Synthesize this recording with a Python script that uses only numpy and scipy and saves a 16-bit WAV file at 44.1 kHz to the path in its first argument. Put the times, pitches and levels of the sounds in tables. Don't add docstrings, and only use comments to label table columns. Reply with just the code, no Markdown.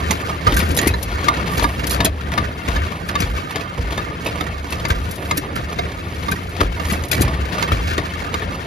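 import sys
import numpy as np
from scipy import signal
from scipy.fft import rfft, irfft, next_fast_len
from scipy.io import wavfile
from scipy.ndimage import uniform_filter1d

SR = 44100
rng = np.random.default_rng(int(sys.argv[2]) if len(sys.argv) > 2 else 0)


def generate_wav(signal):
    frames = np.transpose(np.atleast_2d(signal))
    scaled = np.clip(frames, -1, 1) * 32767
    pcm = np.round(scaled).astype(np.int16)
    wavfile.write(sys.argv[1], SR, pcm)


N = 381906


# (time [s], pitch [Hz], level [dB])
DRONE = [(0, 75.7, -33), (.45, 78.2, -32), (.75, 76.6, -47), (1.0, 65, -33), (2.05, 63.95, -34.5),
         (2.15, 75.1, -36), (2.55, 72.1, -33.5), (2.7, 80, -46), (3.0, 77.3, -33), (3.45, 86, -52),
         (4.1, 82.8, -36.5), (4.6, 73, -34), (5.1, 76, -34), (5.85, 72.5, -33), (6.0, 85.1, -37),
         (6.22, 72.2, -30.5), (6.45, 87, -33.5), (6.92, 76, -29.5), (7.1, 84.4, -32), (7.23, 71.6, -23),
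         (7.5, 67, -40), (7.9, 75, -33.5), (8.66, 86, -37)]
# (time after thump [s], pitch [Hz], change of level [dB])
WAKE = [(0.0, 75.63, -20), (0.028, 59.98, -10), (0.045, 45.03, 2.5), (0.08, 49.99, 0), (0.125, 70, 2),
        (0.155, 81.97, 1), (0.2, 83.9, -4)]
# (time [s], level [dB], hold [s])
SURGES = [(0.06, -31, 0.063), (0.495, -20, 0.23), (0.916, -25, 0.069), (1.101, -29, 0.07),
          (1.587, -24.5, 0.079), (1.795, -29, 0.014), (1.917, -26, 0.079), (2.104, -25, 0.021),
          (2.279, -26.5, 0.038), (2.42, -29, 0.03), (2.694, -20.5, 0.14), (3.236, -22, 0.11),
          (3.792, -25.5, 0.12), (4.298, -36, 0.055), (4.49, -28.5, 0.031), (4.937, -26, 0.12),
          (6.186, -44, .04), (6.64, -23.5, 0.057), (6.87, -28, 0.063), (7.206, -24.5, 0.26),
          (7.72, -24.5, 0.22), (8.297, -35, 0.021), (8.45, -32, 0.025)]
SURGE_RISE_DB_PER_S, SURGE_FALL_DB_PER_S = 417, 267
SURGE_EDGE_DB = -10
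# (frequency [Hz], level [dB])
WEAR = [(28, -28), (50, -0.5), (120, 0), (180, -4.5), (300, -6), (500, -8), (800, -13.5), (1200, -13),
        (2300, -19.5), (4500, -32), (8000, -46.5), (10000, -35), (13000, -98), (15700, -126)]
# (time [s], gear clatter level [dB], ground noise level [dB])
RUNNING = [(0.0, -30, -25.5), (0.15, -29.5, -32.5), (0.4, -34, -31), (0.62, -29.5, -28.5),
           (0.95, -46, -29.5), (1.05, -33.5, -32.5), (1.36, -27, -30), (1.51, -30.5, -28.5),
           (1.62, -31.5, -32), (1.93, -37.5, -32), (2.07, -33, -27), (2.1, -52, -39), (2.17, -43, -36),
           (2.2, -37, -38), (2.28, -35.5, -31.5), (2.4, -37, -30), (2.56, -34, -35), (2.89, -31, -33.5),
           (3.02, -38, -33), (3.2, -32, -33), (3.76, -35, -35), (4.44, -34, -32.5), (4.67, -36, -38.5),
           (4.93, -35, -32.5), (5.35, -38, -34.5), (6.0, -37, -34), (6.54, -36, -36), (6.95, -31.5, -31),
           (7.09, -42, -35.5), (7.2, -35, -26), (7.42, -35, -32.5), (7.7, -30, -32), (8.03, -32, -36),
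           (8.3, -33.5, -31), (8.66, -35.5, -34.5)]
JOLT_DB, JOLT_T60_S = -25, 0.23

# (frequency [Hz], width [Hz], level [dB])
IRON = [(292.4, 29, -16), (466, 190, -15), (676.4, 24, -18), (819, 340, -19), (945, 30, -19),
        (1025, 180, -16.5), (1176, 200, -8.5), (1465, 135, -11.5), (1794, 140, -18.5), (1200, 66, -19.5),
        (1733, 34, -22.5), (2248, 53, -21), (3200, 23, -28.5), (2203, 410, -15.5), (2623, 420, -16.5),
        (3180, 470, -21.5), (3660, 570, -28.5), (4070, 110, -30), (4500, 650, -28.5), (6250, 270, -30),
        (6820, 100, -29.5), (14500, 1200, -40)]
# (time [s], peak level [dB], extra treble [dB], extra body [dB], ring pitch [Hz])
KNOCKS = [(0.0248, -28, -16, 11, 720), (0.1077, -6, 26, -8, 2040), (.2942, -20, -4, 0, 880),
          (0.409, -18.5, 2, -16, 1830), (0.472, -3, -22.5, 0, 1270), (0.479, -9, -33, 13, 1300),
          (0.463, -14, 0, -10, 1980), (0.5194, -16, 0, 22, 3660), (0.538, -12, -7, -15, 1950),
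          (0.59, -13, 8, -7, 3080), (0.629, -15, -5, -15, 1900), (0.569, -5, -22, -37, 1600),
          (.601, -9, -2, -15, 1220), (0.611, -11, -14, -20, 1910), (0.703, -21.5, 32, 32, 610),
          (0.7716, -9.5, 4, -13, 3770), (0.7876, -3, 31, -18, 1860), (0.812, -9, 3, 8, 1890),
          (0.827, -8, -7, 5, 1930), (.846, -13, -15, -20, 1880), (.859, -9, -19, -20, 2010),
          (.8735, -8, 0, -23, 2110), (0.889, -8.5, -18, -32, 2540), (.907, -19, 17, -30, 3920),
          (1.1169, -21.5, 0, -5, 2220), (1.2249, -27, 0, -10, 2135), (1.242, -13, 4, 9, 990),
          (1.34, -16, -5, -15, 1890), (1.3995, -27, -13, -19, 2200), (1.5323, -16, 14, -10, 1880),
          (1.5724, -14, 14, 15, 736), (1.593, -6.5, 17, 3, 927), (1.6244, -9, -12, 12, 620),
          (1.6875, -15, -26, -11, 695), (1.793, -15, -14, -12, 2780), (1.8365, -15.5, -16, 15, 690),
          (1.8700, -17, 6, -8, 3170), (1.9008, -13, 17, -13, 4260), (1.912, -14, 7, -10, 4970),
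          (1.925, -14.5, 15, -3, 3300), (1.936, -15.5, 14, -8, 4500), (1.945, -14.5, 5, 14, 601),
          (2.0445, -12.5, 2.5, 18, 725), (2.0567, -13, 32, -6, 4070), (2.068, -18, 10, -20, 3300),
          (2.076, -24, 5, -20, 2500), (2.442, -18, -10, -12, 1940), (2.318, -16, 5, -3, 1960),
          (2.6768, -15.5, -14, 0.5, 1250), (2.6828, -6, -33, 4, 1072), (3.089, -10, -11, 4, 1116),
          (3.2024, -13, 8, -20, 5900), (3.204, -11, -7, 3, 685), (3.219, -14.5, 9, 19, 2480),
          (3.232, -15.5, 2, -1, 2250), (3.609, -14, -21, -22, 2550), (3.446, -35, 0, -17, 1750),
          (3.506, -27, 5, -5, 4200), (3.74, -33, -10.5, -15, 2280), (3.79, -28, -6, -10, 1254),
          (3.777, -19, -19, 15, 334), (3.9057, -16, -3, 5.5, 1148), (4.26, -9, 6, 11.5, 980),
          (4.7229, -11, 11, 12, 2640), (4.9005, -7.5, 7, -7, 498), (4.904, -6.5, -5, -8, 1590),
          (4.912, -14, -15, -10, 2276), (4.919, -24, -16, -11, 1004), (5.224, -21, 10, -20, 1730),
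          (5.362, -18, -2, 3, 2520), (5.375, -15.5, 12, 18, 5650), (5.5438, -34, -12, -10, 1780),
          (5.559, -12, -9, -13, 2080), (5.571, -12.5, -3, -10, 1298), (5.688, -21, 2, -12, 1800),
          (5.851, -23, -3, -10, 2485), (6.3178, -8.5, 6, -22, 1560), (6.565, -19, 14, -5, 1170),
          (6.6048, -3.5, -41, 4, 1317), (6.848, -20, 27, -1, 1820), (6.8996, -12, 26, -23, 1995),
          (6.9327, -12, 24, -8, 1930), (7.036, -23, 39, -14, 1970), (7.1136, -8.5, 24, -27, 2470),
          (7.1275, -7.5, 23, -24, 1970), (7.144, -10.5, 18, -9, 2300), (7.165, -13, 8, -15, 2300),
          (7.177, -14, -10, -20, 1850), (7.217, -12, 8, -8, 2420), (7.2484, -15, 11, -8, 2360),
          (7.523, -16, -2, -16, 1700), (7.5804, -19, 3, -5, 2204), (7.676, -17.5, -12, -20, 2196),
          (7.718, -5, -17, -2, 1280), (7.726, -22, -8, -6, 3140), (7.9092, -17, 16, -6, 1830),
          (8.1713, -34, 0, -12, 2210), (8.2367, -27, 11, -10, 1930), (8.398, -21, -5, -10, 2480),
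          (8.6052, -21, -5, -12, 1804), (8.42, -11, -36, -26, 1774)]
# (time [s], peak level [dB], extra treble [dB], extra body [dB], ring pitch [Hz])
CAM = [(0.468, 0, -20, 4, 1206), (0.938, -10, 1, -16, 990), (1.2831, -1.5, 27, -12, 1213),
       (1.6399, -3, -13, 3, 1664), (2.0038, -2, 4, 5.5, 1726), (2.377, -2.5, -8, -2.5, 1210),
       (2.761, -7, -17, 2, 1720), (3.1529, -7.5, 26, 0, 1210), (3.558, -8, 27, 6, 1737),
       (3.9764, -8, -18, 7, 1720), (4.4077, -9.5, -10, 11, 1250), (4.8511, -9, 36, -7, 2060),
       (5.3106, -4.5, 34, -26, 1120), (5.7872, -7, 6, -2, 2114), (6.2831, -7.5, -9, 4, 1182),
       (6.7963, -14.5, -24, -2, 682), (7.279, -15.5, 5, 7, 1088), (7.625, -3.5, 15, -5, 950),
       (7.979, -5.5, -4, 14, 1096), (8.341, -7, 15, 3, 1230)]
# (share of the cycle [0-1], peak level [dB], extra treble [dB], extra body [dB], ring pitch [Hz])
LINKAGE = [(0.14, -19, -45, -41, 1897), (0.53, -32, 0, 16, 698), (0.71, -27, -7, -15, 1875),
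           (0.872, -21, 5, 0, 683)]
LINKAGE_SLOP, LINKAGE_SPREAD_DB = .012, 3
CAM_T60_S, BLOW_T60_S = 0.04, 0.092
CONTACT_BUILD_S, RING_BUILD_S = .0009, .0015
CHATTER_DB, CHATTER_PER_S = 4, 140
HIGH_RING_HZ, TOP_RING_HZ, RING_PITCH_SPREAD = 2320, 4125, 0.1486
RING_T60_S, RING_SPREAD_DB = 0.067, 2.5
TOP_FADE_S = .008
CLATTER_SWING_DB, CLATTER_PEAK_SHARE = 0.5, 0.98
CLATTER_FLICKER_DB = 3.2
PING_DETUNE, PING_T60_S, PINGS_PER_S = .045, .11, 40

# (time [s], level [dB])
POPS = [(0.104, -11.5), (0.593, -12), (0.624, -14), (2.045, -10.5), (3.202, -16.5), (4.26, -33),
        (4.719, -29), (5.364, -26), (5.555, -19.5), (6.315, -15), (6.92, -13)]
POP_HZ, POP_S = 193, 0.0032

# (time [s], peak level [dB], time to rise 30 dB [s], time to fall 30 dB [s])
PUFFS = [(0.109, -49, 0.2, 0.6), (0.572, -36.5, -0.54, 0.24), (0.767, -20, -0.05, -0.07),
         (0.872, -20, 0, 0), (1.031, -52, 0.6, 0.06), (1.53, -40.5, 0.07, 0.5), (1.58, -21, -0.18, -0.06),
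         (1.909, -23, -0.5, 0.07), (2.055, -19, -0.12, -0.13), (2.675, -60, 2, 2), (3.094, -44, 0.07, -0.1),
         (3.202, -51.5, -0.5, 0.6), (4.411, -39, -0.26, -0.1), (4.882, -72, 9, 2), (5.161, -55, 1.5, 0.1),
         (5.28, -49, 0.5, 0.4), (5.379, -24, 0, -0.08), (5.558, -64, -3, 1), (6.315, -54, 1, 1),
         (6.6, -51, 0, 0), (6.91, -40.5, 0.2, 0.17), (7.115, -36, 0, 0.2), (7.217, -41, 0.1, -0.17),
         (7.626, -67, 6, -3)]
# (time [s], peak level [dB])
SPITS = [(0.109, -14), (0.5192, -29), (0.541, -17), (0.565, -9.5), (0.59, -15), (0.6863, -25.5),
         (0.712, -23), (0.7457, -18.5), (0.772, -5.5), (0.812, -15), (0.8286, -25), (0.873, -5),
         (1.0274, -13.5), (1.6305, -19), (1.868, -11.5), (1.895, -16), (2.046, -2.5), (3.0836, -37),
         (3.2017, -16), (3.506, -27.5), (4.2467, -27), (4.2632, -22), (4.4099, -33), (4.7044, -25),
         (4.722, -25), (4.883, -23), (5.0904, -41), (5.11, -19.5), (5.1373, -38), (5.156, -27),
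         (5.372, -10), (5.5552, -23), (5.7259, -34), (6.2861, -37), (6.313, -15.5), (6.4912, -36),
         (6.8963, -32), (6.923, -18.5), (7.0219, -31), (7.0476, -26.5), (7.083, -25), (7.1135, -7),
         (7.128, -35), (7.208, -13), (7.217, -7.5), (7.6256, -36)]
SPIT_BUILD_S, SPIT_T60_S = .002, 0.051
# (frequency [Hz], level [dB])
AIR = [(600, -0.5), (1500, -26), (2500, -4.5), (4200, -0.5), (6000, -1.5), (8500, 2), (11000, 4),
       (13500, -2.5), (15700, -6)]

# (time [s], peak level [dB],
# low pitch [Hz], middle pitch [Hz], high pitch [Hz], low level [dB], middle level [dB], high level [dB])
CLANKS = [(0.109, -6.5, 890, 2060, 6240, -13, -10, -10), (0.472, -5, 1225, 2150, 3000, -2, -18, -10),
          (0.569, -10, 1520, 1880, 6450, -4, -15, -13), (0.773, -7, 1500, 1920, 3870, -15, -10, -9),
          (0.938, -11, 950, 1770, 4050, -13, -9.5, -10), (1.284, -4, 1194, 2130, 3660, -3, -10, -13),
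          (1.641, -8, 1207, 1750, 4910, -8, -14, -17), (1.904, -13, 1180, 2230, 4070, -10, -14, -7),
          (2.004, -9, 1225, 1830, 5130, -6, -14.5, -18), (2.046, -8, 665, 2130, 3380, -10, -14, -4),
          (2.057, -7, 635, 2560, 4200, -11, -12, -11), (2.378, -9, 1184, 1800, 3740, -16, -7, -16),
          (2.682, -14, 1070, 2410, 3440, -10, -13, -13), (2.76, -12, 1210, 1750, 3670, -7, -10, -19),
          (3.154, -8, 1190, 1710, 3680, -6, -11, -12), (3.203, -11, 703, 2480, 5890, -10, -11.5, -8),
          (3.217, -13, 1300, 2430, 4300, -10, -12, -11), (3.56, -11, 695, 1750, 3620, -14, -12, -15),
          (3.978, -9, 1210, 1730, 3670, -8, -13, -14.5), (4.262, -7.5, 973, 2580, 3730, -13, -6.5, -16),
          (4.407, -14, 722, 1900, 3560, -10, -16, -13), (4.721, -16, 670, 2550, 4370, -12, -14, -14),
          (4.851, -9.5, 970, 1746, 4730, -11.5, -8.5, -12.5), (4.906, -10, 687, 1540, 3360, -9, -10, -15),
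          (5.31, -7, 1118, 2155, 3920, -16, -10, -16), (5.56, -16, 1360, 2110, 3136, -10, -9, -15),
          (5.789, -10, 704, 2180, 3750, -6, -19, -13), (6.283, -11, 1190, 1830, 3680, -14, -13, -10),
          (6.317, -12, 1580, 2450, 3930, -10, -6.5, -17), (6.607, -13, 1285, 1940, 4880, -4, -16, -18),
          (7.115, -4, 1470, 2411, 3470, -11, -9, -10.5), (7.127, -7, 618, 2495, 4000, -11, -10, -9),
          (7.217, -13, 623, 2490, 4230, -14, -10, -13), (7.625, -11, 1130, 2146, 3980, -13, -17, -13),
          (7.723, -10, 1280, 2300, 3257, -12, -12, -8), (7.981, -8, 1110, 1910, 3660, -14, -10, -18),
          (8.342, -15, 1220, 1714, 3935, -8, -12, -17)]
CLANK_T60_S = [0.092, 0.052, 0.047]
LATCH_S, LATCH_DB, LATCH_HZ, LATCH_HOLD_S = 2.058, -17, 650, .03

# (time [s], thump level [dB])
NEIGHBOUR = [(0.467, -7.5), (1.572, -10.5), (2.68, -11), (3.228, -11.5), (3.785, -11.5), (4.901, -5.5),
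             (6.605, -8.5), (7.718, -7), (1.031, -21)]
THUMP_HZ, THUMP_PEAK_S, THUMP_WIDTH_S = 74, .010, 0.0094
THUMP_PHASE = .3

# (frequency [Hz], level [dB], t60 [s])
ROD = [(955, -17.5, 0.089), (1192, -13, 0.098), (1650, -25, 0.037), (2100, -18, 0.065), (2830, -43, 0.044),
       (3696, -18, 0.045), (4350, -19, 0.023), (4900, -22, 0.045), (6480, -18, 0.023)]
# (time after the blow, before slop [s], level [dB])
ROD_TOUCHES = [(0, -5), (.0017, -3), (.004, -5), (.009, -10)]
ROD_SPREAD_DB = 2

# (time [s], level [dB], pipe pitch at the start [Hz])
FIRINGS = [(0.8684, -3.5, 390), (7.2088, -4.5, 377)]
PUSH_LEAD_S = .015

# (frequency [Hz], lead [radians])
LEFT_LEADS = [(60, .08), (150, .25), (520, .6), (1460, 3.4), (1810, 6.2), (2760, 7.1), (3010, 7.6),
              (3700, 6.9), (6720, 4.9), (7750, 3.3), (9130, 2.9), (11100, 0.0), (13400, -0.1),
              (14000, -2.8), (15300, -3.2)]
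# (frequency [Hz], level [dB])
LEFT_LOUDER = [(60, 0), (200, 1), (380, -.5), (1290, -.3), (2380, 2), (4400, 2), (8120, .3), (15000, 0)]
# (frequency [Hz], level [dB])
SCATTER = [(60, -28), (150, -18), (300, -11), (700, -6), (1500, -7), (4000, -4.5), (8000, -12),
           (15000, -13)]
TOP_CUT_HZ = 16014


def from_db(db):
    return 10 ** (np.asarray(db) / 20)


def rms_one(x):
    return x / np.sqrt(np.mean(x ** 2) + 1e-20)


def in_time(rows):
    s, *columns = np.transpose(rows)
    return [np.interp(np.arange(N) / SR, s, c) for c in columns]


def at_hz(points, hz):
    at, value = np.transpose(points)
    return np.interp(np.log(hz + 1), np.log(at + 1), value)


def drift(rate):
    r = np.exp(-80 * np.pi * rate / SR)
    white = rng.standard_normal(N // 40 + 2002)
    slow = signal.lfilter([1], [1, -2 * r, r * r], white)[2000:]
    return np.interp(np.arange(N) / 40, np.arange(len(slow)), rms_one(slow))


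def ring(clicks, hz, t60):
    r, w = from_db(-60 / (t60 * SR)), 2 * np.pi * hz / SR
    return signal.lfilter([0, np.sin(w)], [1, -2 * r * np.cos(w), r * r], clicks + 1e-18)


def cluster(x, hz, width_hz):
    r = np.exp(-np.pi * width_hz / SR)
    poles = [1, -2 * r * np.cos(2 * np.pi * hz / SR), r * r]
    return signal.lfilter(np.array([1, 0, -1]) * (1 - r * r) / 2, poles, x)


def coloured(spectrum, ref_hz):
    hz = np.fft.rfftfreq(N, 1 / SR)
    z = rfft(rng.standard_normal(N)) * from_db(at_hz(spectrum, hz))
    inside = (hz > ref_hz[0]) & (hz < ref_hz[1])
    return irfft(z, N) * N / np.sqrt(2 * np.sum(np.abs(z[inside]) ** 2))


def ramps(s, peak_db, rise, hold, fall):
    at = np.arange(0, N, 48)
    t = at[:, None] / SR - s
    slope_db = np.minimum(rise * t, fall * (hold - t))
    level_db = np.max(peak_db + np.minimum(0, slope_db), axis=1)
    return from_db(np.interp(np.arange(N), at, level_db))


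def overlay(span, grains):
    return np.bincount(span.ravel(), grains.ravel(), N + SR)[:N]


def ground(noise):
    drone_hz, drone_db = in_time(DRONE)
    after, wake_hz, wake_db = np.transpose(WAKE)
    drowned_db = np.zeros(N)
    t = np.arange(round(after[-1] * SR)) / SR
    for s, _ in NEIGHBOUR:
        drone_hz[round(s * SR):][:len(t)] = np.interp(t, after, wake_hz)
        drowned_db[round(s * SR):][:len(t)] = np.interp(t, after, wake_db)
    phase = 2 * np.pi * np.cumsum(drone_hz) / SR + .3 * drift(20)
    tone = from_db(uniform_filter1d(drowned_db, size=300)) * np.sqrt(2) * np.sin(phase)
    edge = rms_one(ring(rng.standard_normal(N), 86.5, 0.052))
    bed = from_db(drone_db + 1.2 * drift(28))
    s, surge_db, hold = np.transpose(SURGES)
    surges = ramps(s, surge_db, SURGE_RISE_DB_PER_S, hold, SURGE_FALL_DB_PER_S)
    drone = bed * (tone + edge) + surges * (tone + from_db(SURGE_EDGE_DB) * edge)
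    boom = from_db(-5.0) * rms_one(ring(rng.standard_normal(N), 172.2, 0.13))
    wash = coloured(WEAR, (120, 700)) * from_db(1.3 * drift(11))
    return drone + noise * (wash + boom)


def cam_marks():
    s = np.transpose(CAM)[0]
    return np.r_[2 * s[0] - s[1], s, 2 * s[-1] - s[-2]]


def blows():
    marks = cam_marks()
    chance = rng.standard_normal((len(CAM) + 1, len(LINKAGE), 2))
    light = []
    for start, end, row in zip(marks, marks[1:], chance):
        for (share, db, *rest), (late, louder) in zip(LINKAGE, row):
            s = start + (end - start) * (share + LINKAGE_SLOP * late)
            light.append((s, db + LINKAGE_SPREAD_DB * louder, *rest, BLOW_T60_S))
    cam = [(*row, CAM_T60_S) for row in CAM]
    knocks = [(*row, BLOW_T60_S) for row in KNOCKS]
    rows = np.array(cam + knocks + light)
    return rows[(rows[:, 0] > 0) & (rows[:, 0] < N / SR)].T


def gear_teeth():
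    meets = rng.random(N) < 1500 * from_db(2.5 * drift(15)) / SR
    clicks = meets * from_db(3 * np.minimum(rng.exponential(1, N), 5))
    return rms_one(signal.lfilter([1], [1, -np.exp(-1 / (0.0029 * SR))], clicks + 1e-18))


def struck_rings(span, t, peak_db, low_hz):
    chance = rng.standard_normal((len(peak_db), 2))
    high_hz, top_hz = ([HIGH_RING_HZ, TOP_RING_HZ] * np.exp(RING_PITCH_SPREAD * chance)).T
    high, top = from_db(RING_SPREAD_DB * rng.standard_normal((len(peak_db), 2))).T[..., None]
    dying = from_db(peak_db[:, None] - 60 * t / RING_T60_S) * (1 - np.exp(-t / RING_BUILD_S))
    rings = from_db(-9.5) * np.sin(2 * np.pi * low_hz[:, None] * t)
    rings += from_db(-26.0) * high * np.sin(2 * np.pi * high_hz[:, None] * t)
    rings += from_db(-23) * top * np.exp(-t / TOP_FADE_S) * np.sin(2 * np.pi * top_hz[:, None] * t)
    return overlay(span, dying * rings)


def iron(clatter_db, struck):
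    s, peak_db, treble_db, body_db, low_hz, t60 = struck
    t = np.arange(SR // 14) / SR
    span = np.round(s * SR).astype(int)[:, None] + np.arange(SR // 14)
    contact = (1 - np.exp(-t / CONTACT_BUILD_S)) ** 2 * (1 + 2.15 * np.exp(-t / 0.011))
    spread_db = rng.normal(0, 2.0, (len(s), len(IRON)))
    teeth, clatter = gear_teeth(), from_db(clatter_db)
    chatter = [rms_one(from_db(CHATTER_DB * drift(CHATTER_PER_S))) for _ in range(2)]
    out, white = np.zeros(N), rng.standard_normal((2, N))
    for k, (hz, width_hz, level_db) in enumerate(IRON):
        high = np.clip(np.log2(hz / 1500) / 3, -1, 1)
        blow_db = peak_db + np.where(high > 0, treble_db, -body_db) * high + spread_db[:, k]
        fall = np.log(1000) / (t60 * (1500 / hz) ** 0.5)
        power = from_db(2 * blow_db)[:, None] * np.exp(-2 * fall[:, None] * t) * contact
        knocks = from_db(-1.0) * np.sqrt(overlay(span, power)) * chatter[int(hz > 2400)]
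        gears = clatter * from_db(11 + CLATTER_FLICKER_DB * drift(6.0)) * teeth
        even = np.sqrt(SR / width_hz / 40)
        out += from_db(level_db) * even * cluster((knocks + gears) * white[k % 2], hz, width_hz)
        if 600 < hz < 5000:
            draw = rng.random(N) * SR / PINGS_PER_S
            pings = white[1 - k % 2] * clatter * from_db(level_db + 8.5)
            beside_hz = hz * (1 + PING_DETUNE * (-1) ** k)
            out += ring(pings * (draw < 1), hz, PING_T60_S)
            out += ring(pings * (draw > SR / PINGS_PER_S - 1), beside_hz, PING_T60_S)
    return out + struck_rings(span, t, peak_db, low_hz)


def pops():
    out, t = np.zeros(N), np.arange(round(.05 * SR)) / SR
    pop = np.sin(2 * np.pi * POP_HZ * t) * t / POP_S * np.exp(1 - t / POP_S)
    for s, peak_db in POPS:
        out[round(s * SR):][:len(t)] -= from_db(peak_db) * pop
    return out


def valves():
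    s, peak_db, rise_s, fall_s = np.transpose(PUFFS)
    gain = ramps(s, peak_db, 30 / np.maximum(rise_s, .002), 0, 30 / np.maximum(fall_s, .005))
    gain = gain * from_db(3.0 + 2.0 * drift(110))
    t = np.arange(SR // 8) / SR
    build = 1 - np.exp(-t / SPIT_BUILD_S)
    for s, peak_db in SPITS:
        gain[round(s * SR):][:len(t)] += from_db(peak_db - 6.5 - 60 * t / SPIT_T60_S) * build
    return gain * coloured(AIR, (9000, 14000))


def clanks():
    out, t = np.zeros(N + SR), np.arange(SR // 8) / SR
    start = rng.uniform(0, 2 * np.pi, (len(CLANKS), 3))
    build = 1 - np.exp(-t / RING_BUILD_S)
    for (s, peak_db, *rest), phase in zip(CLANKS, start):
        hz, level_db = np.reshape(rest, (2, 3, 1))
        dying = from_db(peak_db + level_db - 60 * t / np.c_[CLANK_T60_S]) * build
        pitches = dying * np.sin(2 * np.pi * hz * t + phase[:, None])
        out[round(s * SR):][:len(t)] += np.sum(pitches, axis=0)
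    seat = np.arange(round(LATCH_HOLD_S * SR))
    hum = np.sqrt(np.hanning(len(seat))) * np.sin(2 * np.pi * LATCH_HZ * seat / SR)
    out[round(LATCH_S * SR) + seat] += from_db(LATCH_DB) * hum
    return out[:N] * from_db(CHATTER_DB * drift(60))


def neighbour():
    out, t = np.zeros(N), np.arange(round(.1 * SR)) / SR
    late = t - THUMP_PEAK_S
    swing = np.cos(2 * np.pi * THUMP_HZ * late + THUMP_PHASE) * np.exp(-(late / THUMP_WIDTH_S) ** 2)
    thump = swing * np.minimum(t / 0.0043, 1)
    pipe = 0.19 * np.sin(2 * np.pi * 470 * t) + 0.1 * np.sin(2 * np.pi * 210 * t)
    rattle = t / 0.0063 * np.exp(1 - t / 0.0057) * pipe
    for s, thump_db in NEIGHBOUR:
        out[round(s * SR):][:len(t)] += from_db(thump_db) * (thump + rattle)
    return out


def rod():
    s, peak_db = np.transpose(CAM)[:2]
    slop = rng.uniform(.7, 1.3, len(s))
    spread_db = rng.normal(0, ROD_SPREAD_DB, (len(s), len(ROD)))
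    out = np.zeros(N)
    for k, (hz, level_db, t60) in enumerate(ROD):
        clicks = np.zeros(N)
        for late_s, touch_db in ROD_TOUCHES:
            at = np.round((s + late_s * slop) * SR).astype(int)
            clicks[at] = from_db(peak_db + level_db + touch_db + spread_db[:, k])
        soft = np.convolve(clicks, np.hanning(8) / 3.5)[:N]
        out += ring(soft, hz, t60)
    return out


def firings():
    out, t = np.zeros(N), np.arange(round(.1 * SR)) / SR
    early = t - PUSH_LEAD_S
    push = -from_db(-6) * np.sin(2 * np.pi * 55 * (early - .0045)) * np.exp(-((early - .001) / .0065) ** 2)
    echo = from_db(-4.5) * np.sin(2 * np.pi * 90 * (t - .037)) * np.exp(-((t - .043) / 0.0077) ** 2)
    for s, peak_db, pipe_hz in FIRINGS:
        turns = pipe_hz * (t - 36 * t ** 2)
        blast = np.sin(2 * np.pi * turns) * np.minimum(t / .0006, 1) * np.exp(-(t / .0058) ** 3)
        out[round((s - PUSH_LEAD_S) * SR):][:len(t)] += from_db(peak_db) * push
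        out[round(s * SR):][:len(t)] += from_db(peak_db) * (blast + echo)
    return out


def ports(x):
    size = next_fast_len(N + SR // 4)
    hz = np.fft.rfftfreq(size, 1 / SR)
    half = np.exp(.5j * at_hz(LEFT_LEADS, hz)) * from_db(at_hz(LEFT_LOUDER, hz) / 2)
    direct = rfft(x, size)
    analytic = 2 * np.fft.ifft(direct * from_db(at_hz(SCATTER, hz)), size)[:N]
    scattered = rfft((analytic * np.exp(3j * drift(9))).real, size)
    return irfft([half * (direct + scattered), (direct - scattered) / half], size)[:, :N]


def scene():
    clatter_db, noise_db = in_time(RUNNING)
    marks, struck = cam_marks(), blows()
    cycles = np.interp(np.arange(N) / SR, marks, np.arange(len(marks)))
    clatter_db = clatter_db + CLATTER_SWING_DB * np.cos(2 * np.pi * (cycles - CLATTER_PEAK_SHARE))
    jolts = ramps(struck[0], struck[1] + JOLT_DB, 950, 0, 60 / JOLT_T60_S)
    around = ground(from_db(noise_db) + jolts) + pops() + neighbour()
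    engine = iron(clatter_db, struck) + valves() + clanks() + rod() + firings()
    return ports(around + engine)


def record(dry):
    heard = signal.sosfilt(signal.butter(4, 40, "high", fs=SR, output="sos"), dry)
    rounded = .96 * np.tanh(heard / .96)
    return signal.sosfilt(signal.cheby2(12, 70, TOP_CUT_HZ, fs=SR, output="sos"), rounded)


dry = scene()
out = record(dry)
generate_wav(out)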